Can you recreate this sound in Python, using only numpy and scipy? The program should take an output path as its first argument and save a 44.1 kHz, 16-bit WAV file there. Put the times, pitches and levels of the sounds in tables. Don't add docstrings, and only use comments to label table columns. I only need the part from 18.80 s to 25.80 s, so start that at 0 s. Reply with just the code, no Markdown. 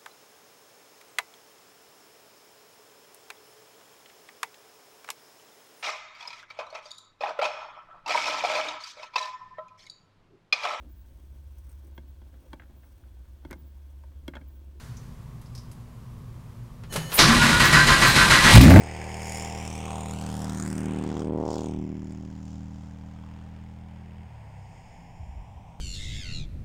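import sys
import numpy as np
from scipy import signal
from scipy.fft import rfft, irfft
from scipy.io import wavfile
from scipy.ndimage import uniform_filter1d, map_coordinates

SR = 44100
rng = np.random.default_rng(int(sys.argv[2]) if len(sys.argv) > 2 else 0)


def dump(signal):
    limited = np.clip(np.atleast_2d(signal).T, -1, 1)
    pcm = np.round(limited * 32767).astype(np.int16)
    wavfile.write(sys.argv[1], SR, pcm)


N = 308700
SHUT_S, SHUT_TAKES_S = 5.47, .08
FIRING_SCATTER_DB = .45
# time_s, gain_db
IMBALANCE = [(0, 1), (.6, 0.5), (1.2, 0), (1.8, 1), (2.4, -0.5), (3.2, 3.5), (4, -1), (5.4, 1.5)]


def seconds():
    return np.arange(N) / SR


def undb(db):
    return 10 ** (np.asarray(db) / 20)


def curve(table, column=1):
    rows = np.array(table, float)
    return np.interp(seconds(), rows[:, 0], rows[:, column])


def ramp(centre_s, takes_s):
    return np.clip(.5 + (seconds() - centre_s) / takes_s, 0, 1)


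def bell(x, width):
    return np.exp(-.5 * (x / width) ** 2)


def spurt(ms, rise_ms, fall_ms):
    return np.exp(-np.logaddexp(-ms / rise_ms, ms / fall_ms))


def passing(ahead, turn, behind, turn_s, in_s, out_s):
    dt = seconds() - turn_s
    coming = ahead + (turn - ahead) * bell(dt, in_s)
    going = behind + (turn - behind) * bell(dt, out_s)
    return np.where(dt < 0, coming, going)


def noise():
    return rng.standard_normal(N)


def walk(rate_hz):
    hold = int(SR / rate_hz)
    steps = np.repeat(rng.standard_normal(N // hold + 1), hold)
    return 1.3 * uniform_filter1d(uniform_filter1d(steps, hold), hold)[:N]


def steady(x):
    size = SR // 13
    power = uniform_filter1d(uniform_filter1d(x ** 2, size), size)
    return x / np.sqrt(np.maximum(power, 1e-18))


def colour(x, points):
    hz, db = np.transpose(points)
    bins_hz = np.maximum(np.arange(N // 2 + 1) * SR / N, 1)
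    return irfft(rfft(x) * undb(np.interp(np.log(bins_hz), np.log(hz), db)), N)


def resonate(x, hz, width_hz, highpass=False):
    omega, damping = 2 * np.pi * hz, 2 * np.pi * width_hz
    numerator = [1, 0, 0] if highpass else [damping, 0]
    return signal.lfilter(*signal.bilinear(numerator, [1, damping, omega ** 2], SR), x)


def throttle(rest):
    return 1 - (1 - rest) * ramp(SHUT_S, SHUT_TAKES_S)


def firings():
    # time_s, rate_hz
    speed = [(0, 38.85), (.5, 39.38), (1, 39.33), (1.5, 38.89), (2, 38.63), (2.5, 38.62), (3, 38.81),
             (4, 39.54), (4.5, 39.86), (5, 40.35), (5.45, 40.47)]
    idle_hz, sink_s, jitter_ms = 29, .3, .035
    first_cycles, bank_lag_cycles = .35, .434
    hz = idle_hz + (curve(speed) - idle_hz) * np.exp(-np.maximum(seconds() - SHUT_S, 0) / sink_s)
    phase = np.cumsum(hz) / SR - first_cycles
    cylinders = []
    for lag in (0, bank_lag_cycles):
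        cycle = np.floor(phase - lag + .2).astype(int)
        ms = 1000 * (phase - lag - cycle) / hz + jitter_ms * noise()[cycle]
        cylinders.append((ms, cycle))
    return cylinders


def train(cylinders, shape, scatter_db, second_db):
    return sum(shape(ms) * undb(side * second_db + scatter_db * noise()[cycle])
               for side, (ms, cycle) in zip((-.5, .5), cylinders))


def notch_sweep(x):
    # freq_hz, gain_db
    notches = [(1000, .5), (1350, -8), (1650, -2), (2100, 6), (2900, 2), (3500, -4.5), (4100, -8.5),
               (4700, -1), (5300, 4.5), (6000, -6.5), (6900, 4.5), (7700, -4.5), (8500, 2), (9300, 0),
               (9900, 2), (10800, -2), (12000, 0)]
    # time_s, freq_factor, depth_factor
    notch_path = [(0, .96, .8), (.5, .99, 1.2), (.75, 1.06, 1.15), (1, 1.17, .9), (1.25, 1.35, .75),
                  (1.5, 1.62, .3), (1.8, 2.7, .4), (2.3, 3.5, 0), (2.55, 2.2, .1), (2.72, 1.6, .15),
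                  (2.87, 1.23, .9), (3.15, .99, .45), (3.7, .9, 0), (4.8, 1, .15), (5.6, .96, .6),
                  (6.2, .99, 1.15), (6.6, 1.04, .95), (7, 1.2, .55)]
    # time_s, lag_ms, strength
    sweep = [(1.1, 0.66, 0.05), (1.3, 0.64, 0.64), (1.5, 0.5, 0.24), (1.75, 0.4, 0.5), (1.87, 0.33, 0.5),
             (2.0, 0.27, 0.44), (2.13, 0.19, 0.3), (2.25, 0.16, 0.17), (2.4, 0.15, 0.05),
             (2.55, 0.23, 0.08), (2.72, 0.28, 0.25), (3.0, 0.37, 0.0)]
    hz, frame_s, spectrum = signal.stft(x, SR, nperseg=512)
    hz = np.maximum(hz, 1)[:, None]
    stretch, depth, lag_ms, strength = (np.interp(frame_s, path[:, 0], path[:, k])
                                        for path in map(np.array, (notch_path, sweep)) for k in (1, 2))
    notch_hz, notch_db = np.transpose(notches)
    hollow = undb(depth * np.interp(np.log(hz / stretch), np.log(notch_hz), notch_db))
    lag_ms = lag_ms * (1 + .035 * np.interp(frame_s, seconds(), walk(30)))
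    strength = strength / (1 + (hz / 9000) ** 6)
    comb = 1 - strength * np.exp(-2j * np.pi * hz * lag_ms / 1000)
    return signal.istft(spectrum * hollow * comb, SR, nperseg=512)[1][:N]


def exhaust(cylinders):
    # time_s, level_db, spike_width_ms, suction_lag_ms, rebound_share
    puff_path = [(0, -37.5, 0.39, 3.7, 0), (.55, -36.5, 0.59, 2.64, 0.64), (.95, -35.5, 0.57, 2.77, 0),
                 (1.25, -34.5, 0.59, 2.9, 0.71), (1.55, -32.3, 0.64, 2.52, 1), (1.87, -31, 0.61, 2.1, 1),
                 (2.1, -29.2, 0.46, 1.84, 1), (2.35, -31.5, 0.5, 1.3, 1), (2.56, -28, 0.62, 0.72, 0.61),
                 (2.69, -32, 0.31, 0.57, 0.82), (2.81, -32, 0.32, 1.32, 0.9), (2.98, -31, 0.58, 1.9, 0.93),
                 (3.27, -36.5, 0.63, 2.01, 1), (3.55, -38.5, 0.67, 2.24, 0.52),
                 (3.82, -37.5, 0.77, 2.35, 0.79), (4.05, -40.5, 1, 2.36, 0.51), (5.45, -43, 0.71, 3, 0.9)]
    # time_s, share
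    uneven = [(0, 0.091), (2.6, 0.022), (3.1, 0.09), (3.7, 0.1), (7, 0.062)]
    # freq_hz, gain_db
    muffled = [(200, 0.5), (235, -7), (275, 0), (315, 5), (350, -3.5), (400, -13), (700, -6)]
    round_trip_ms, refill_ms, tail_share = 5.82, 8.1, .38
    width_ms = curve(puff_path, column=2) * np.exp(curve(uneven) * walk(90))
    lag_ms, rebound = curve(puff_path, column=3), curve(puff_path, column=4)
    refill = passing(1.73, -.36, 3.5, turn_s=2, in_s=.7, out_s=2.15)
    suction = 1 + rebound + refill
    # area, delay_ms, width_ms
    lobes = [(1, 0, width_ms),
             (-suction * (1 - tail_share), lag_ms, .26 + .21 * lag_ms),
             (-suction * tail_share, lag_ms + 1.4, 1.1),
             (rebound, round_trip_ms, 1.2),
             (refill, refill_ms, 3)]

    def puff(ms):
        return sum(area / width * bell(ms - delay, width) for area, delay, width in lobes)

    puffs = train(cylinders, puff, FIRING_SCATTER_DB, curve(IMBALANCE))
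    puffs = colour(puffs, [(20, -18), (39, 4), (70, .5), (150, -2), (240, 3.5), (600, -1.5), (1000, -3)])
    boom = passing(.021, .74, .089, turn_s=2.03, in_s=.31, out_s=1.2)
    blare = passing(0, .9, 0, turn_s=3, in_s=.02, out_s=.2)
    puffs = puffs + boom * resonate(puffs, hz=210, width_hz=25)
    puffs = puffs + blare * resonate(puffs, hz=440, width_hz=640)
    behind = ramp(centre_s=3.37, takes_s=.97)
    puffs = (1 - behind) * puffs + behind * colour(puffs, muffled)
    return steady(puffs) * undb(curve(puff_path)) * throttle(rest=.1)


def pipe_ring(cylinders):
    # pitch_hz, width_hz, gain_db
    modes = [(706, 30, -6), (784.5, 13, 6), (862, 40, -4), (915, 40, -4.5), (1340, 50, -13)]
    # freq_hz, gain_db
    wash_spectrum = [(250, -35), (480, -4.5), (620, 4), (790, 12), (960, 7.5), (1150, -4), (1600, -40)]
    # time_s, level_db
    levels = [(0, -46), (.72, -40), (.9, -46.5), (1.15, -38.5), (1.35, -46.5), (1.65, -43), (1.85, -54.5),
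              (2.25, -44.5), (2.39, -43), (2.45, -44.5), (2.68, -38), (3.1, -55.5), (3.6, -58.5),
              (5.3, -59.5), (5.6, -56.5), (7, -55)]
    fronts = train(cylinders, lambda ms: bell(ms, .26), FIRING_SCATTER_DB, 4.7 * curve(IMBALANCE))
    fronts = resonate(fronts, 250, 440, highpass=True)
    crack = resonate(fronts, 352, 600) * undb(-14)
    ahead = curve([(0, .79), (1.3, .78), (2, .42), (2.6, .46), (3.5, .11), (7, .17)])
    ring = ahead * sum(undb(db + 2 * walk(5)) * resonate(fronts, hz, width) for hz, width, db in modes)
    waver_ms = .07 * walk(16)
    ring = map_coordinates(ring, [np.arange(N) - waver_ms * SR / 1000], order=1)
    wash = steady(notch_sweep(colour(noise(), wash_spectrum)) * undb(walk(22)))
    struck = steady(notch_sweep(crack + ring))
    pulsing = passing(.88, .92, .3, turn_s=2.82, in_s=.95, out_s=.63) * throttle(rest=.035)
    return steady(np.sqrt(pulsing) * struck + np.sqrt(1 - pulsing) * wash) * undb(curve(levels))


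def case_clatter(cylinders):
    knocks = train(cylinders, lambda ms: bell(ms - .5, .07), scatter_db=2, second_db=-3)
    case = resonate(resonate(knocks, 2290, 180), 1100, 1300)
    gain = curve([(0, .26), (.8, .23), (1.4, .032), (5.4, .038), (7, .02)])
    return steady(notch_sweep(case)) * gain


def gas(cylinders):
    # freq_hz, gain_db
    rush_spectrum = [(250.0, 1.5), (500.0, 4.5), (1000.0, -1), (1400.0, 1), (2050.0, -1.5), (2700.0, -4.5),
                     (3300.0, -6), (4000.0, -12.5), (5200.0, -16), (6000.0, -35.5)]
    hiss_spectrum = [(2000.0, -15), (3300.0, 1.0), (4000.0, -3.0), (5300.0, 4.5), (6200.0, 2), (7200.0, 5),
                     (8500.0, -20.5), (9300.0, -20.0), (11200.0, -34), (16000.0, -20)]
    whistle_spectrum = [(7000, -34), (7600, -9), (8100, 4.5), (8600, 3.5), (9200, -11), (10000, -31)]
    spit_spectrum = [(3000.0, -23), (7000.0, 10), (10000.0, 4.5), (12000.0, -4.5), (14000.0, -6),
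                     (15000.0, -3.5), (15800.0, -19)]
    # time_s, level_db
    rush_levels = [(0.0, -45), (0.6, -42.5), (1.1, -46.5), (1.4, -47.5), (1.85, -47), (2.2, -49.5),
                   (2.4, -52.5), (2.5, -58.5), (2.8, -57), (3.2, -61.0), (4.2, -62), (4.42, -61),
                   (4.66, -59.0), (4.9, -61), (6.1, -59.5), (7.0, -64.0)]
    hiss_levels = [(0.0, -54.0), (0.35, -50.5), (0.57, -43.5), (0.72, -47.5), (0.87, -47.0), (0.97, -51.5),
                   (1.4, -53.0), (1.8, -52.5), (2.1, -63.5), (2.25, -58.5), (2.41, -56), (2.51, -75),
                   (2.62, -64), (2.73, -48), (2.87, -55.5), (2.96, -66), (3.13, -68.5), (3.3, -64.5),
                   (3.5, -67), (3.68, -64), (4.5, -73), (5.5, -77.5), (6.1, -69), (7.0, -76.5)]
    # time_s, gain_db
    whistle_gains = [(0.0, -3), (0.7, -14), (1.15, -1.5), (1.6, -9), (2.05, 4.5), (2.25, -2.5), (2.35, -15),
                     (2.48, 1.5), (2.72, -17.5), (2.9, -5.5), (3.2, -28.5), (3.9, -15), (4.5, -9.5),
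                     (5.7, -4.5), (6.3, -14.0), (7.0, -6)]
    spit_gains = [(0.0, -6.0), (0.6, -6.0), (0.75, -11), (1.3, -2.5), (1.7, 1.0), (2.03, 9), (2.2, 0),
                  (2.4, -24), (2.8, -15), (3.3, -12), (4.0, -17.5), (5.5, -13.5), (7.0, -14)]
    pulsing = passing(.36, .93, .52, turn_s=2.62, in_s=1.62, out_s=.7) * throttle(rest=.077)
    jets = train(cylinders, lambda ms: spurt(ms - .8, .17, 2.9), scatter_db=2.2, second_db=-5)

    def jet_noise(spectrum, depth, sharpness):
        gated = pulsing * depth
        gate = np.sqrt(1 - gated + gated * steady(jets ** sharpness) ** 2)
        return steady(notch_sweep(colour(noise() * gate, spectrum)))

    rush = case_clatter(cylinders) + jet_noise(rush_spectrum, depth=.64, sharpness=.96)
    rush *= undb(curve(rush_levels) + .5 * walk(16))
    rush = resonate(rush, 480, 480, highpass=True)
    spit = jet_noise(spit_spectrum, depth=1, sharpness=1.45)
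    whistle = jet_noise(whistle_spectrum, depth=1, sharpness=.93) * undb(curve(whistle_gains))
    hiss = jet_noise(hiss_spectrum, depth=.98, sharpness=.9) + whistle
    hiss += spit * undb(curve(spit_gains) + 1.8 * walk(6.6))
    return rush + hiss * undb(curve(hiss_levels) + walk(15))


def wind():
    # freq_hz, gain_db
    spectrum = [(20, 5), (45, 6), (100, 6.5), (170, 1), (260, -8), (400, -29.5), (700, -35), (1500, -86)]
    # time_s, peak_db, pitch_hz
    buffets = [(2.99, -38, 49), (6.408, -31, 91), (6.434, -35, 69.6), (6.496, -34, 58.3),
               (6.526, -39, 68.2), (6.568, -32.5, 63), (6.605, -36, 45.5), (6.703, -36, 88),
               (6.782, -38, 74)]
    gust_db = 7 * bell(seconds() - 6.6, .55)
    base_db = -54 + curve([(0, -6), (2.2, -5), (2.8, -1), (3.6, -3), (5.5, -2), (6.2, 0)])
    rumble = steady(colour(noise(), spectrum)) * undb(base_db + gust_db + 1.3 * walk(9))
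    for time_s, peak_db, pitch_hz in buffets:
        cycles = (seconds() - time_s) * pitch_hz
        near = np.abs(cycles) < 4
        rumble[near] -= undb(peak_db) * bell(cycles[near], .75) * np.cos(2 * np.pi * cycles[near])
    return rumble


def hard_spits():
    # time_s, gain_db
    spits = [(0.623, -26.5), (1.3097, -32), (1.824, -30.5), (2.679, -48), (2.73, -40), (2.843, -44),
             (3.244, -51), (3.322, -48), (3.653, -51), (3.8417, -58), (4.12, -64), (4.398, -62),
             (4.572, -62), (4.648, -61)]
    bursts = sum(undb(db) * spurt(1000 * (seconds() - s), rise_ms=.15, fall_ms=2.4) for s, db in spits)
    hiss = colour(noise(), [(2000, 0), (4500, -25), (7000, 8), (10000, -12), (15000, -27)])
    return steady(notch_sweep(hiss)) * bursts * undb(-2)


def bark(cylinders):
    # freq_hz, gain_db
    spectrum = [(500, -20), (850, -2), (1050, 4), (1330, -2.5), (1600, -14.5), (2400, -19.5), (3300, -7.5),
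                (4200, -38.5)]
    # time_s, level_db
    levels = [(0, -76), (.9, -73), (1.05, -47), (1.22, -51), (1.35, -61), (1.9, -60), (2.22, -56),
              (2.32, -52), (2.41, -48), (2.5, -66), (3.4, -69.5), (3.8, -71), (4.28, -71), (4.4, -61),
              (4.6, -66), (4.85, -74), (5.4, -79), (5.6, -90)]
    blasts = train(cylinders, lambda ms: spurt(ms - .4, .2, 3), scatter_db=2.5, second_db=-8)
    return steady(colour(noise() * blasts, spectrum)) * undb(curve(levels))


def roar(cylinders):
    # freq_hz, gain_db
    spectrum = [(60, -10), (140, -7.5), (220, -2), (300, -3.5), (420, -10), (800, -38), (1500, -63)]
    eddies = train(cylinders, lambda ms: spurt(ms - 1, .6, 6), scatter_db=1.5, second_db=0)
    level_db = passing(-64, -43, -68, turn_s=2.3, in_s=.62, out_s=.65)
    return steady(colour(noise() * eddies, spectrum)) * undb(level_db)


def pipe_drone(cylinders):
    pumping = train(cylinders, lambda ms: bell(ms, 1.2), scatter_db=.8, second_db=1)
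    drone = resonate(resonate(pumping, 107, 45), 116, 85)
    level_db = -45.5 - 20 * ramp(SHUT_S + .53, takes_s=.27)
    return steady(drone) * undb(level_db) * ramp(SHUT_S, SHUT_TAKES_S)


def hum():
    # pitch_hz, final_level_db
    partials = [(169.2, -58), (96.6, -59)]
    tones = np.zeros(N)
    for hz, db in partials:
        amplitude = np.sqrt(2) * undb(db + walk(8))
        cycles = np.cumsum(hz * (1 + .01 * walk(10))) / SR
        tones += amplitude * np.sin(2 * np.pi * cycles)
    return tones * undb(curve([(0, -12), (5.2, -10), (5.9, 0), (7, 0)]))


def scene():
    cylinders = firings()
    engine = exhaust(cylinders) + pipe_drone(cylinders) + roar(cylinders) + pipe_ring(cylinders)
    engine += bark(cylinders) + gas(cylinders) + hard_spits()
    return (engine + wind() + hum())[None]


def record(dry):
    hiss_db, top_hz = -81, 15850
    lowpass = signal.ellip(10, .2, 80, top_hz, fs=SR, output="sos")
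    return signal.sosfilt(lowpass, dry + undb(hiss_db) * noise())


dry = scene()
out = record(dry)
dump(out)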